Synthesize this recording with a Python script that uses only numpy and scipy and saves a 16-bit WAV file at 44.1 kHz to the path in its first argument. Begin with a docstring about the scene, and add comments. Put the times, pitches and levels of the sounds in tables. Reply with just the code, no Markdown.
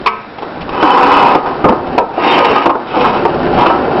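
"""Outdoors at a bench, a large slate is dressed by hand. A steel tool clinks on it and sets it ringing,
then is drawn along its edge in four gritty strokes, breaking grains that drive the modes of slab
and blade. Slab and tool shift with dull knocks, and dust rubs against the bench. Wind and distant
machinery lie underneath; the loudest moments overload the recorder."""
import sys
import numpy as np
from scipy import signal
from scipy.fft import rfft, irfft
from scipy.io import wavfile
from scipy.ndimage import uniform_filter1d

SR = 44100
rng = np.random.default_rng(int(sys.argv[2]) if len(sys.argv) > 2 else 0)


def wav_record(signal):
    """Record a signal, one row per channel, as 16-bit PCM in the file named by sys.argv[1]."""
    frames = np.transpose(np.atleast_2d(signal))
    bounded = np.clip(frames, -1, 1)
    # unit amplitude maps onto the largest positive 16-bit level
    quanta = np.round(bounded * 32767).astype(np.int16)
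    wavfile.write(sys.argv[1], SR, quanta)


N = 176400
TIME = np.arange(N) / SR

# Modes of the hand-held slab. Each row: pitch in Hz, t60 in seconds, dB in each of the four strokes.
SLAB_MODES = [(286.6, 0.24, -11.5, -4, -3, -14.5), (348, 0.21, -12, -11.5, -15, -5.5),
              (399, 0.1, -10, -14, -13, -3.5), (498.6, .2, -3, -5.5, 0, -11),
              (747.4, 0.066, 5, -21.5, 8.5, -10), (788, 0.065, -8.5, -17.5, 2, 10),
              (906, 0.1, -6.5, -5, -6, -12), (936, 0.2, -0.5, -9.5, -5.5, -11.5),
              (972, 0.088, -0.5, -14, -10.5, -9), (1054, 0.23, -3, 2, 0, -9.5),
              (1242, 0.34, -7.5, -0.5, -10, -8), (1307, 0.34, -15.5, -6.5, -11, -4),
              (1510, 0.053, -20, -6, -15.5, -9.5), (1570, 0.1, -14, -6, -18, -20)]
# The bright crack of the slate's edge. Each row: frequency in Hz, relative level in dB.
CRACK_SPECTRUM = [(700, -26.5), (1600, -8.5), (2500, 6.5), (3200, 1), (4000, -7), (5500, -10)]
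CRUMBLE_GRAINS_PER_S = 3000


def amp(db):
    return 10 ** (np.asarray(db) / 20)


def unit(x):
    return x / np.sqrt(np.mean(x ** 2) + 1e-20)


def at_hz(curve, hz):
    """Reads a curve along a log frequency axis."""
    points_hz, values = np.transpose(curve)
    return np.interp(np.log(hz + 1), np.log(points_hz + 1), values)


def fader(rows, column=1):
    """Gain over time from one dB column of a curve; silent outside it."""
    rows = np.array(rows)
    return amp(np.interp(TIME, rows[:, 0], rows[:, column], -120, -120))


def add(mix, start_s, sound):
    part = mix[max(round(start_s * SR), 0):][:len(sound)]
    part += sound[:len(part)]


def colour(x, spectrum):
    """Filters x by a spectrum; rms 1."""
    gain = amp(at_hz(spectrum, np.fft.rfftfreq(len(x), 1 / SR)))
    return unit(irfft(rfft(x) * gain, len(x)))


def lowpass(x, hz):
    taps = signal.firwin(1501, hz, window=("kaiser", 9), fs=SR)
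    return signal.oaconvolve(x, taps[None], "same")


def wobble(hz):
    """Random motion up to a rate; rms 1."""
    rolloff = 1 + (np.fft.rfftfreq(N, 1 / SR) / hz) ** 4
    return unit(irfft(rfft(rng.standard_normal(N)) / rolloff, N))


def grains(per_s, spread_db=3.5):
    """Random clicks of uneven size."""
    clicks = (rng.random(N) < per_s / SR) * rng.choice([-1, 1], N)
    return clicks * amp(spread_db * np.minimum(rng.exponential(1, N), 4))


def modes(rows):
    """Decaying sines, starting at rms 1. Each row: pitch in Hz, level in dB, t60 in seconds."""
    t = np.arange(SR) / SR
    ring = sum(amp(db - 60 * t / t60) * np.sin(2 * np.pi * (hz * t + rng.random()))
               for hz, db, t60 in rows)
    return ring / np.sqrt(sum(amp(db) ** 2 for _, db, _ in rows) / 2)


def damp(x, t60_curve):
    """Lets each band of x die at its own speed."""
    hz, t, bands = signal.stft(x, SR, nperseg=256)
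    decay = amp(-60 * t / at_hz(t60_curve, hz)[:, None])
    return signal.istft(bands * decay, SR, nperseg=256)[1][:len(x)]


def excite(x, ring):
    """Drives a ring with x, keeping the energy of x."""
    return unit(signal.fftconvolve(x, ring)[:len(x)]) * np.std(x)


def weak_modes():
    """The crowd of weak modes that one point of contact reaches, as a dying wash of noise."""
    # Each row: frequency in Hz, t60 in seconds.
    decay = [(150, 0.23), (1000, 0.58), (3000, .12), (5500, .07)]
    return damp(rng.standard_normal(SR // 3), decay)


def machinery():
    """Distant machines blur into a steady drone."""
    # Each row: frequency in Hz, relative level in dB.
    drone_spectrum = [(30, -17.5), (90, -3.5), (300, 0.5), (900, -0.5), (1500, -3), (2200, -11.5),
                      (3100, -18), (3700, -14.5), (4300, -20.5), (5500, -23)]
    return amp(-31.5) * colour(rng.standard_normal(N), drone_spectrum)


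def wind():
    """Gusts buffet the microphone with a lumpy rumble."""
    # Each row: time in seconds, level in dB.
    gusts = [(0, -42), (.055, -36), (.1, -56), (.3, -49.5), (.7, -28), (1.05, -50), (1.5, -31.5),
             (1.9, -25.5), (2.1, -36.5), (2.799, -49), (3.05, -29.5), (3.35, -24.5), (3.6, -20.5),
             (3.72, -29), (4, -22.5)]
    # Each row: frequency in Hz, relative level in dB.
    rumble_spectrum = [(15, -8), (28, -1.5), (39, -15.5), (55, 3.5), (70, -4), (95, -2.5), (180, 2.5),
                       (300, -11), (700, -24.5), (3000, -64.5)]
    rumble = colour(rng.standard_normal(N), rumble_spectrum)
    return unit(rumble * amp(2.0 * wobble(hz=19))) * fader(gusts)


def rubbing():
    """Dust rolls between slab and bench with a dull rasp."""
    # Each row: time in seconds, level in dB.
    swells = [(0, -26.5), (.055, -23.5), (.1, -49), (.36, -37.5), (.45, -28), (0.549, -25), (.66, -28),
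              (.8, -22.5), (1.33, -12), (1.42, -19), (1.6, -17), (1.76, -16), (1.82, -20.5), (1.95, -14),
              (2.07, -27), (2.15, -22.5), (2.3, -15), (2.7, -27), (2.85, -20), (3.0, -26), (3.201, -15),
              (3.43, -11.5), (3.65, -11), (3.82, -14), (3.9, -14), (4, -9.5)]
    # Each row: frequency in Hz, relative level in dB.
    dust_spectrum = [(40, -30), (110, -11.5), (250, -1.5), (380, -1), (620, -3), (850, -3), (1150, -13),
                     (1450, -11), (1900, -20), (2800, -21.5), (3400, -27.5), (5500, -32)]
    dust = colour(grains(per_s=1500) * amp(0.6 * wobble(hz=25)), dust_spectrum)
    return unit(dust + 1.27 * excite(dust, weak_modes())) * fader(swells)


def crunch(spectrum, rise_s, contact_s, t60):
    """A blow that crushes stone while the contact lasts, then dies quickly."""
    t = np.arange(SR // 2) / SR
    envelope = np.minimum(t / rise_s, 1) * amp(-60 * np.maximum(t - contact_s, 0) / t60)
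    burst = colour(rng.standard_normal(len(t)), spectrum) * envelope
    return unit(burst) * np.sqrt(np.mean(envelope ** 2))


def knocks():
    """Slab and tool shift: stone clacks, the bench thuds, the edge cracks, and the held slab rings."""
    # Each row: start in seconds, clack, thud and crack in dB, contact in seconds, thud pitch in Hz.
    hits = [(0.383, -25, -32, -30, 0.0058, 400), (0.42, -22.5, -26, -34, 0.015, 350),
            (0.607, -41, -31, -30, 0.02, 300), (0.69, -21, -23.5, -26.5, .005, 300),
            (0.825, -3, -4.5, -15.5, 0.0056, 310), (1.347, -1.5, -6.5, -16.5, 0.009, 270),
            (1.458, -14, -32.5, -28.5, 0.02, 400), (1.641, -2, -2, -27, 0.013, 210),
            (1.649, -23, -5.5, -38, 0.02, 490), (1.685, -3, -5.5, -17, 0.01, 230),
            (1.704, -8.5, -19, -39.5, 0.006, 350), (1.723, -3.5, -11.5, -48.5, 0.0032, 350),
            (1.867, -17, -23, -27.5, 0.0043, 300), (1.978, 0.5, -3, -13, 0.01, 400),
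            (2.175, -22, -11, -44, 0.014, 440), (2.36, -20, -13, -23.5, .008, 280),
            (2.445, -10, -17, -11.5, 0.0072, 480), (2.493, -22.5, -7, -24.5, 0.018, 420),
            (2.558, -12, -27.5, -26, 0.0072, 330), (2.656, -1.5, -4.5, -15, 0.011, 310),
            (2.693, -5.5, -29, -24.5, 0.014, 400), (2.751, -8, -15, -44, 0.0043, 400),
            (2.939, -13.5, -20.5, -36, 0.011, 330), (2.963, -10.5, -11, -29, .008, 300),
            (3.042, -9.5, -19, -30, 0.021, 400), (3.25, -2.5, -6, -19.5, 0.0083, 390),
            (3.341, -18, -16.5, -27, 0.0078, 400), (3.658, -2, -12, -15.5, 0.011, 330),
            (3.698, -5, -19, -42, 0.01, 400), (3.878, -33, -16, -47, 0.003, 450),
            (3.944, -17, -18, -38, 0.0045, 450)]
    # Each row: frequency in Hz, relative level in dB.
    clack_spectrum = [(300, -22.5), (600, -4.5), (850, 1), (1080, -5), (1300, -7.5), (1700, -21),
                      (3000, -36.5), (5500, -54)]
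    # Each row: multiple of the thud's pitch, relative level in dB.
    thud_shape = [(.1, -26.5), (.35, -20.5), (.7, -10.5), (1, 5.5), (1.35, -5), (2.1, -7.5), (3.5, -25.5),
                  (12, -62)]
    rise_s = 0.0032
    slab = [(hz, np.mean(dbs), t60) for hz, t60, *dbs in SLAB_MODES]
    out = np.zeros(N)
    for start_s, clack_db, thud_db, crack_db, contact_s, thud_hz in hits:
        thud_spectrum = [(multiple * thud_hz, db) for multiple, db in thud_shape]
        blow = amp(clack_db) * crunch(clack_spectrum, rise_s, contact_s, t60=0.044)
        blow += amp(thud_db) * crunch(thud_spectrum, rise_s, contact_s, t60=0.12)
        blow += amp(crack_db) * crunch(CRACK_SPECTRUM, rise_s, contact_s, t60=0.045)
        ring = amp(-5) * excite(blow, modes(slab))
        tail = amp(-7.5) * excite(blow, weak_modes())
        add(out, start_s, blow + ring + tail)
    return out


def clink():
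    """Steel snaps against the free slab, which rings on."""
    # Each row: frequency in Hz, relative level in dB.
    strike_spectrum = [(50, -13), (250, -26), (430, -8.5), (700, -17), (1020, 14), (1250, -2), (1700, -16),
                       (2350, -4), (3000, -16), (3700, -25), (5500, -24.5)]
    # Each row: frequency in Hz, t60 in seconds.
    tail_decay = [(200, 0.95), (1200, 0.41), (2400, 0.78), (3200, 0.5), (5500, 0.19)]
    # Each row: pitch in Hz, relative level in dB, t60 in seconds.
    free_slab_modes = [(216, -8, 1.0), (381, -1, 0.45), (447, 1, 0.66), (700, -4, .6), (1100, -11, .6),
                       (1075, -11, .4), (1283, 4, 0.48), (1280, 1.5, 0.73), (1550, -4, .6),
                       (1780, -15.5, 1), (2280, 2.5, 0.34), (2616, -8.5, 0.58)]
    start_s, contact_s, t60 = 0.06, 0.017, 0.065
    strike = amp(-1.5) * crunch(strike_spectrum, rise_s=0.016, contact_s=contact_s, t60=t60)
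    snap = amp(-14) * crunch(CRACK_SPECTRUM, rise_s=0.0011, contact_s=contact_s / 2, t60=t60)
    tail = amp(-13) * damp(colour(rng.standard_normal(SR), strike_spectrum), tail_decay)
    ring = amp(-16) * modes(free_slab_modes)
    out = np.zeros(N)
    add(out, start_s, strike + snap)
    add(out, start_s, tail + ring)
    return out


def sliding_resonances():
    """Grains excite resonances that glide as the tool travels along the edge."""
    # One curve per resonance. Each row: time in seconds, pitch in Hz, level in dB.
    glides = [
        [(.74, 3030, -47), (.82, 3017, -33), (.92, 3020, -21), (.98, 2970, -40.5)],
        [(.8, 982, -22.5), (.96, 1022, -10), (1.05, 1010, -30.5), (1.12, 1004, -9), (1.21, 975, -15.5),
         (1.31, 952, -8.5), (1.34, 965, -35)],
        [(2.33, 650, -35), (2.42, 519, -8), (2.5, 440, -16.5), (2.57, 330, -29), (2.64, 299, -37)],
        [(2.22, 897, -33), (2.32, 938, -18), (2.41, 973, -15.5), (2.54, 1107, -20), (2.63, 1276, -18)],
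        [(2.22, 3720, -46), (2.29, 3670, -19.5), (2.37, 3590, -42)],
        [(2.27, 3270, -37), (2.325, 3145, -16), (2.38, 3050, -33), (2.6, 3014, -31.5)],
        [(3.54, 3200, -35), (3.62, 3240, -28.5), (3.68, 3080, -32)],
    ]
    width_hz = 80
    pole = np.exp(-np.pi * width_hz / SR)
    out = np.zeros(N)
    for glide in glides:
        times, hz, _ = np.transpose(glide)
        carrier = np.exp(2j * np.pi * np.cumsum(np.interp(TIME, times, hz)) / SR)
        # Shift down, smooth, shift back: a narrow band that follows the pitch.
        shifted = grains(CRUMBLE_GRAINS_PER_S) / carrier
        ring = carrier * signal.lfilter([1], [1, -2 * pole, pole ** 2], shifted)
        out += unit(ring.real) * fader(glide, column=2)
    return out


def stroke_ring(rows, stroke):
    """Each stroke meets the modes at another place, so they ring in another balance."""
    return modes([(hz, dbs[stroke], t60) for hz, t60, *dbs in rows])


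def tool_strokes():
    """The tool judders along the edge; breaking grains drive the slab and the blade."""
    # One curve per stroke. Each row: time in seconds, body and grit as relative levels in dB.
    gestures = [
        [(.68, -28.5, -54.5), (.72, -21, -32.5), (.8, -16.5, -31.5), (.85, -5, -23.5), (.96, -3, -21),
         (1.15, -3.5, -17), (1.32, -5.5, -19), (1.38, -22.5, -31), (1.43, -18.5, -50.5), (1.51, -13.5, -29.5),
         (1.6, -36.5, -60.5)],
        [(2.14, -24, -36.5), (2.21, -13, -23), (2.26, -7.5, -17.5), (2.32, -8.5, -12.5), (2.39, -5, -15),
         (2.45, -11, -17.5), (2.56, -6.5, -19), (2.62, -16, -22), (2.67, -13.5, -33)],
        [(2.87, -24, -30.5), (2.93, -18.5, -27), (2.97, -12, -24.5), (3.05, -8, -20.5), (3.11, -11, -26.5),
         (3.17, -15, -28), (3.23, -38, -38.5)],
        [(3.52, -15.5, -32), (3.57, -16.5, -24.5), (3.62, -5.5, -23.5), (3.67, -15, -22.5), (3.72, -13.5, -32),
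         (3.78, -19.5, -37), (3.83, -35, -59)],
    ]
    # The slab under the tool, then the crumbling edge. Each row: frequency in Hz, relative level in dB.
    body_spectrum = [(40, -34), (110, -22.5), (190, -9), (290, 0), (380, -3), (500, -3.5), (620, -2.5),
                     (800, 4), (970, 5.5), (1270, -3.5), (1450, -6.5), (1800, -17), (2600, -37.5),
                     (5500, -27.5)]
    grit_spectrum = [(800, -20), (1700, -8), (2400, 1.5), (3000, 0.5), (3400, -8.5), (3700, -6),
                     (4200, -15.5), (5500, -21.5)]
    # The steel's ring. Each row: pitch in Hz, t60 in seconds, dB in each of the four strokes.
    blade_modes = [(1873, 0.064, -10, -1, 2.5, -7.5), (2192, 0.1, -12, 2.5, -16.5, -6),
                   (2390, 0.054, 5, -5, -3, 1), (2636, 0.14, -1.5, -7, 5.5, -7),
                   (2740, .16, -13.5, 4, -2, -13), (2700, 0.047, 4.5, -9, 1, -3.5),
                   (2955, 0.35, -5.5, 0.5, -12, 0), (3000, 0.047, -11, -0.5, -11.5, 5.5),
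                   (3240, .18, -7.5, -17, -12.5, -16.5), (3580, 0.11, -13.5, -10, -14.5, -8),
                   (3700, .1, -5.5, -9, -3.5, -11)]
    judder_db, wet = 1.6, 0.39
    out = np.zeros(N)
    for stroke, gesture in enumerate(gestures):
        pressure, bite = fader(gesture, column=1), fader(gesture, column=2)
        judder = unit(amp(judder_db * wobble(hz=59.6)))
        chips = grains(CRUMBLE_GRAINS_PER_S) * judder
        body = colour(chips, body_spectrum) * pressure
        grit = colour(chips, grit_spectrum) * bite
        wash = excite(body, weak_modes()) + excite(grit, weak_modes())
        scrape = np.sqrt(1 - wet) * (body + grit) + np.sqrt(wet) * wash
        slab = excite(unit(chips) * pressure, stroke_ring(SLAB_MODES, stroke))
        blade = excite(unit(chips) * bite, stroke_ring(blade_modes, stroke))
        out += scrape + amp(-3) * slab + amp(-6) * blade
    return amp(-2) * out


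def scene():
    mix = wind() + machinery() + rubbing() + clink() + sliding_resonances() + tool_strokes() + knocks()
    return mix[None]


def record(dry):
    """Gain control ducks after loud moments; the band is narrow, and overshoots are softly clipped."""
    threshold_db, duck_share, recover_db_per_s, makeup_db = -9, 0.41, 14, 2
    headroom, ceiling, knee_power = 1.48, 0.98, 14
    power_db = 10 * np.log10(abs(uniform_filter1d(dry[0] ** 2, size=180)) + 1e-12)
    recovery_db = TIME * recover_db_per_s
    held_db = np.maximum.accumulate(power_db + recovery_db) - recovery_db
    over_db = uniform_filter1d(np.maximum(held_db - threshold_db, 0), size=120)
    ducked = dry * amp(makeup_db - duck_share * over_db)
    narrow = lowpass(headroom * np.tanh(ducked / headroom), hz=5540)
    clipped = narrow / (1 + abs(narrow / ceiling) ** knee_power) ** (1 / knee_power)
    return lowpass(clipped, hz=15900)


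dry = scene()
out = record(dry)
wav_record(out)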